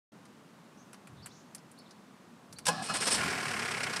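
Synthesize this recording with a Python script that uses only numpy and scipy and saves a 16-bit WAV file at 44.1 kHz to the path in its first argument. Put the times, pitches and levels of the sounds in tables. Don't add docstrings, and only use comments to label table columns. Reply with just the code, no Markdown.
import sys
import numpy as np
from scipy import signal
from scipy.fft import rfft, irfft
from scipy.io import wavfile

SR = 44100
rng = np.random.default_rng(int(sys.argv[2]) if len(sys.argv) > 2 else 0)


def wav_record(signal):
    frames = np.transpose(np.atleast_2d(signal))
    bounded = np.clip(frames, -1, 1)
    quanta = np.round(bounded * 32767).astype(np.int16)
    wavfile.write(sys.argv[1], SR, quanta)


N = 176400
T = np.arange(N) / SR

# freq_hz, gain_db
AIR_SPECTRUM = [(30,-42),(60,-26),(85,-21.5),(130,-6),(213,0),(389,-10.5),(700,-13.5),(1100,-13),(2100,-22),(4500,-28),(9000,-32.5),(15500,-44.5)]
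# start_s, length_s, start_hz, middle_hz, end_hz, level_db
CHIRPS = [(0.768,0.071,6000,6330,6200,-62.5), (1.167,0.058,4060,3680,3570,-62),
          (1.219,0.046,3950,4500,3720,-54.5), (1.223,0.034,4600,5330,4570,-61),
          (1.276,.16,5800,5900,6840,-62), (1.303,0.024,3280,3870,4520,-58.5),
          (1.774,0.0395,3700,4550,3840,-55.5), (1.785,0.029,4800,5300,4670,-61),
          (1.853,0.031,4430,3610,4600,-60), (2.559,0.027,3890,4570,4540,-51.5)]
# start_s, body_db, ring_db, tick_db
CLICKS = [(.253,-65,-62,-64), (.930,-52,-59,-51.5), (0.942,-53,-58,-61), (1.071,-51.5,-69,-55),
          (1.2592,-47.5,-65,-43), (1.268,-53,-62,-57), (1.5473,-53,-50,-42), (1.579,-72,-56,-64),
          (1.713,-76,-70,-55.5), (1.787,-76,-70,-61), (1.908,-68,-53.5,-63), (2.5256,-60,-51,-47),
          (2.585,-47,-46.5,-45.5)]
# low_hz, high_hz
CLICK_BANDS = [(900,2600), (4000,6060), (7500,10800)]
# start_s, level_db
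BUMPS = [(1.08,-57),(2.47,-61)]

# start_s, crack_db, clunk_db
SLAMS = [(2.654,-33.5,-46), (2.6657,-25.5,-36.5), (2.681,-24,-24.5)]
# freq_hz, gain_db
CRACK_SPECTRUM = [(1000,-5),(1800,-3.5),(3000,-1.5),(4300,-0.5),(5600,4),(6800,-4.5),(8500,2.5),(10500,-6),(15000,-28)]
# pitch_hz, waver_hz, gain_db
HOUSING_MODES = [(158,32,-2.5),(547.4,68.3,3),(810,75.6,6.5),(1047,61.3,7),(1477,80.4,-4),(1656,44.6,4.5)]
# time_s, grind_db, groan_db, ring_gear_db
CRANKING = [(2.69,-68,-70,-44),(2.705,-41.5,-48,-42),(2.76,-43.5,-49,-57),(2.825,-46,-38.5,-53),(2.86,-58,-82,-58),(2.9,-42.5,-44,-41.5),(3.03,-49.5,-59,-49),(3.22,-66,-95,-80)]
# centre_hz, width_hz, gain_db
GRIND_MODES = [(683,205,0.078),(1070,126,1),(1300,310,-0.079),(1680,104,-1)]
# freq_hz, gain_db
HISS_SPECTRUM = [(300, -3.5), (900, -1), (2000, -7.5), (5300, -1.5), (6500, -13), (9000, -9.5),
                 (13000, -34)]
# freq_hz, gain_db
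FRAME_SPECTRUM = [(70,-20),(150,1.5),(260,-2),(900,-47)]
# centre_hz, width_hz, gain_db
GROAN_MODES = [(776,100,-3),(1680,58,-7)]
# centre_hz, width_hz, gain_db
RING_GEAR_MODES = [(2540,66,3.5),(2890,84,0),(4200,66,2.5),(5250,140,-2)]
# start_s, hold_s, rattle_db, ring_db
SURGES = [(2.819,0.046,-41.5,-47.5),(2.88,0.015,-40,-67),(2.934,0.025,-33.5,-38),(2.999,0.031,-34,-38),(3.05,0.0065,-35,-34.5),(3.063,0.0093,-27.5,-50),(3.103,0.023,-29.5,-29.5),(3.138,0.0066,-28.5,-48),(3.17,0.021,-43.5,-59)]
# freq_hz, gain_db
CLASH_SPECTRUM = [(120,-9),(220,-0.5),(800,-2),(3900,-4.5),(5400,-1),(6300,-8.5),(8600,-3),(10800,-11.5),(15000,-45)]
# centre_hz, width_hz, gain_db
TOOTH_MODES = [(5230,67,1.5),(8200,480,6),(8840,150,7.5)]

# time_s, firing_hz
FIRING_RATE = [(3.177, 36.5), (3.25, 42.6), (3.4, 39.6), (3.53, 35.6), (3.7, 33.3), (3.87, 30.9),
               (4.0, 31.6)]
# time_s, knock_db, exhaust_db, whirr_db, tick_db
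ENGINE_LEVELS = [(3.17,-35,-40.5,-39.5,-41.5),(3.26,-34.5,-39,-38,-40.5),(3.36,-37.5,-45,-41,-42),(3.65,-36,-46,-41.5,-42),(4.0,-38,-48.5,-43.5,-43.5)]
# start_s, knock_db, tick_db
BANGS = [(2.946,-34.5,-49),(3.021,-33,-45),(3.117,-38,-30.5),(3.709,-37,-40),(3.802,-36,-45),(3.829,-35.5,-37.5),(3.866,-37,-57),(3.93,-39,-40),(3.959,-37,-35.5)]
# freq_hz, gain_db
KNOCK_SPECTRUM = [(200,-33),(400,-1),(560,-4.5),(1100,-6),(1600,-0.5),(2300,2.5),(3200,-6),(9000,-68)]
# centre_hz, width_hz, gain_db
BLOCK_MODES = [(728, 56, 1.6), (1061, 34, 2.7), (1435, 104, 6.2), (1657, 36, 6.3), (2210, 130, 2.8)]
# freq_hz, gain_db
TICK_SPECTRUM = [(2000,-14),(3300,-3),(4300,2),(5400,4),(6500,-7),(8500,0),(10500,-10),(15500,-40)]
# firing_rate_multiple, gain_db
EXHAUST_HARMONICS = [(2,-30),(3,-9),(4,-3.5),(5,-5),(6,-5.5),(7,-7.5)]
# freq_hz, gain_db
RUMBLE_SPECTRUM = [(40,-36),(75,-20),(120,-3),(230,0),(320,-7),(410,-0.5),(1200,-49)]
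# freq_hz, gain_db
BOOM_SPECTRUM = [(45,-21),(62,-8),(75,13),(100,-1),(300,-46)]
# freq_hz, gain_db
WHIRR_SPECTRUM = [(200,-7),(550,-4.5),(1430,3.5),(2360,-4.5),(3400,-11.5),(8800,-12),(15000,-31.5)]

# attack_s, hold_s, t60_s
CLICK_SHAPE_S, BUMP_SHAPE_S = (0.0014, 0.0012, 0.056), (0.019, 0.126, 0.62)
CRACK_SHAPE_S, CLUNK_SHAPE_S = (0.0014, 0.0037, 0.064), (0.004, 0.011, 0.074)
SQUEAL_SHAPE_S = (0.014, 0.0065, 0.081)
KNOCK_SHAPE_S, SLAP_SHAPE_S = (0.0043, 0.011, 0.091), (0.0016, 0.0012, 0.032)
TICK_SHAPE_S, BANG_SHAPE_S = (0.0044, 0.0076, 0.085), (0.004, 0.005, 0.06)


def from_db(db):
    return 10 ** (np.asarray(db) / 20)


def unit_rms(x):
    return x / np.sqrt(np.mean(x ** 2) + 1e-20)


def gain_curves(rows):
    time_s, *columns_db = np.transpose(rows)
    return [from_db(np.interp(T, time_s, db)) * (T >= time_s[0]) for db in columns_db]


def colour(x, spectrum):
    freq_hz, gain_db = np.transpose(spectrum)
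    bin_hz = np.maximum(np.fft.rfftfreq(N, 1 / SR), 1)
    gain = from_db(np.interp(np.log(bin_hz), np.log(freq_hz), gain_db))
    low_cut = 1 / np.sqrt(1 + (freq_hz[0] / bin_hz / 2) ** 4)
    return unit_rms(irfft(rfft(x) * gain * low_cut, N))


def bandpass(x, band_hz):
    return unit_rms(signal.sosfilt(signal.butter(2, band_hz, "band", fs=SR, output="sos"), x))


def noise(spectrum):
    return colour(rng.standard_normal(N), spectrum)


def drift(rate_hz):
    lowpass = signal.butter(2, rate_hz, fs=SR, output="sos")
    return unit_rms(signal.sosfilt(lowpass, rng.standard_normal(N)))


def grit(depth_db=1.5, grain_hz=620):
    return unit_rms(rng.standard_normal(N) * from_db(depth_db * drift(grain_hz)))


def ringing(modes):
    return unit_rms(sum(
        from_db(db) * bandpass(rng.standard_normal(N), [hz - width_hz / 2, hz + width_hz / 2])
        for hz, width_hz, db in modes))


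def wavering_tones(modes):
    return unit_rms(sum(
        from_db(db) * np.sin(2 * np.pi * np.cumsum(hz + waver_hz * drift(rate_hz=148.7)) / SR)
        for hz, waver_hz, db in modes))


def blows(starts_s, levels_db, shape_s):
    attack_s, hold_s, t60_s = shape_s
    age_s = T[:SR // 2]
    decay = from_db(-60 * np.maximum(age_s - attack_s - hold_s, 0) / t60_s)
    envelope = np.minimum(age_s / attack_s, 1) * decay
    power = np.zeros(N + SR)
    for start_s, level_db in zip(starts_s, levels_db):
        i = int(start_s * SR)
        power[i:i + len(age_s)] += (from_db(level_db) * envelope) ** 2
    return np.sqrt(power[:N])


def air(level_db=-56):
    return from_db(level_db) * noise(AIR_SPECTRUM)


def bird(waver_hz_per_s=3600, echo_db=-5.5, echo_t60_s=0.85):
    song, waver = np.zeros(N), drift(rate_hz=264)
    for start_s, length_s, *contour_hz, level_db in CHIRPS:
        span = (T >= start_s) & (T < start_s + length_s)
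        progress = (T[span] - start_s) / length_s
        arch_hz = np.polyval(np.polyfit([0, 0.5, 1], contour_hz, 2), progress)
        pitch_hz = arch_hz + waver_hz_per_s * length_s * waver[span]
        envelope = from_db(level_db) * np.sqrt(np.abs(np.sin(np.pi * progress)))
        song[span] += envelope * np.sin(2 * np.pi * np.cumsum(pitch_hz) / SR)
    trees = rng.standard_normal(SR) * from_db(-60 * T[:SR] / echo_t60_s)
    echo = signal.fftconvolve(song, trees / np.linalg.norm(trees))[:N]
    return song + from_db(echo_db) * echo


def keys():
    start_s, *columns_db = np.transpose(CLICKS)
    return sum(blows(start_s, db, CLICK_SHAPE_S) * bandpass(grit(), band_hz)
               for db, band_hz in zip(columns_db, CLICK_BANDS))


def bumps():
    return blows(*np.transpose(BUMPS), BUMP_SHAPE_S) * bandpass(rng.standard_normal(N), band_hz=(83, 193))


def pinion_slam():
    start_s, crack_db, clunk_db = np.transpose(SLAMS)
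    cracks = blows(start_s, crack_db, CRACK_SHAPE_S) * colour(grit(), CRACK_SPECTRUM)
    clunks = blows(start_s, clunk_db, CLUNK_SHAPE_S) * wavering_tones(HOUSING_MODES)
    return cracks + clunks


def starter_motor(hiss_db=-2, frame_db=-1.5):
    grind_gain, groan_gain, ring_gain = gain_curves(CRANKING)
    grind = ringing(GRIND_MODES) + from_db(hiss_db) * colour(grit(), HISS_SPECTRUM)
    shake = from_db(frame_db) * noise(FRAME_SPECTRUM)
    tones = groan_gain * ringing(GROAN_MODES) + ring_gain * ringing(RING_GEAR_MODES)
    return grind_gain * (grind + shake) + tones


def drive_squeal(start_s=2.887, level_db=-35, pitch_hz=1300, waver_hz=70):
    return blows([start_s], [level_db], SQUEAL_SHAPE_S) * wavering_tones([(pitch_hz, waver_hz, 0)])


def gear_clash(attack_s=0.0088, t60_s=0.14):
    rattle_power, ring_power = np.zeros((2, N))
    for start_s, hold_s, rattle_db, ring_db in SURGES:
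        shape_s = (attack_s, hold_s, t60_s)
        rattle_power += blows([start_s], [rattle_db], shape_s) ** 2
        ring_power += blows([start_s], [ring_db], shape_s) ** 2
    rattle = np.sqrt(rattle_power) * colour(grit(), CLASH_SPECTRUM)
    return rattle + np.sqrt(ring_power) * ringing(TOOTH_MODES)


def block_knock(firings_s, spread_db, gain, modes_db=-3, slap_db=-7.5, slap_spread_db=3, lag_s=0.007):
    block = colour(grit(), KNOCK_SPECTRUM) + from_db(modes_db) * ringing(BLOCK_MODES)
    knocks = blows(firings_s, spread_db, KNOCK_SHAPE_S)
    slaps = blows(firings_s + lag_s, rng.normal(slap_db, slap_spread_db, len(firings_s)), SLAP_SHAPE_S)
    bang_s, bang_db, _ = np.transpose(BANGS)
    bangs = blows(bang_s, bang_db, BANG_SHAPE_S)
    return np.hypot(gain * np.hypot(knocks, slaps), bangs) * unit_rms(block)


def injectors(firings_s, spread_db, gain):
    ticks = gain * blows(firings_s, spread_db, TICK_SHAPE_S)
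    bang_s, _, bang_db = np.transpose(BANGS)
    return np.hypot(ticks, blows(bang_s, bang_db, BANG_SHAPE_S)) * colour(grit(), TICK_SPECTRUM)


def exhaust(cycles, gain, pipe_lag_cycles=0.85, waver_db=3, note_db=-2.5, rumble_db=-3):
    phase_rad = 2 * np.pi * (cycles - pipe_lag_cycles)
    harmonics = sum(from_db(db + waver_db * drift(rate_hz=7.3)) * np.cos(multiple * phase_rad)
                    for multiple, db in EXHAUST_HARMONICS)
    note = from_db(note_db) * np.minimum(cycles, 1) * harmonics
    rumble = from_db(rumble_db) * noise(RUMBLE_SPECTRUM)
    boom = from_db(67.5) * gain ** 3 * noise(BOOM_SPECTRUM)
    return gain * (note + rumble) + boom


def engine(spread_db=1):
    time_s, firing_hz = np.transpose(FIRING_RATE)
    cycles = np.cumsum(np.interp(T, time_s, firing_hz) * (T >= time_s[0])) / SR
    firings_s = T[np.flatnonzero(np.diff(np.ceil(cycles)))]
    knock_spread_db, tick_spread_db = rng.normal(0, spread_db, (len(firings_s), 2)).T
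    knock_gain, exhaust_gain, whirr_gain, tick_gain = gain_curves(ENGINE_LEVELS)
    return (block_knock(firings_s, knock_spread_db, knock_gain)
            + injectors(firings_s, tick_spread_db, tick_gain)
            + exhaust(cycles, exhaust_gain)
            + whirr_gain * noise(WHIRR_SPECTRUM))


def scene():
    background = air() + bird() + keys() + bumps()
    starter = pinion_slam() + starter_motor() + drive_squeal() + gear_clash()
    return (background + starter + engine())[None]


def record(dry):
    open_s, fade_s, stopband_hz = 0.1186, 0.003, 16500
    fade_in = np.clip((T - open_s) / fade_s, 0, 1)
    lowpass = signal.cheby2(14, 70, stopband_hz, fs=SR, output="sos")
    return signal.sosfilt(lowpass, dry * fade_in)


dry = scene()
out = record(dry)
wav_record(out)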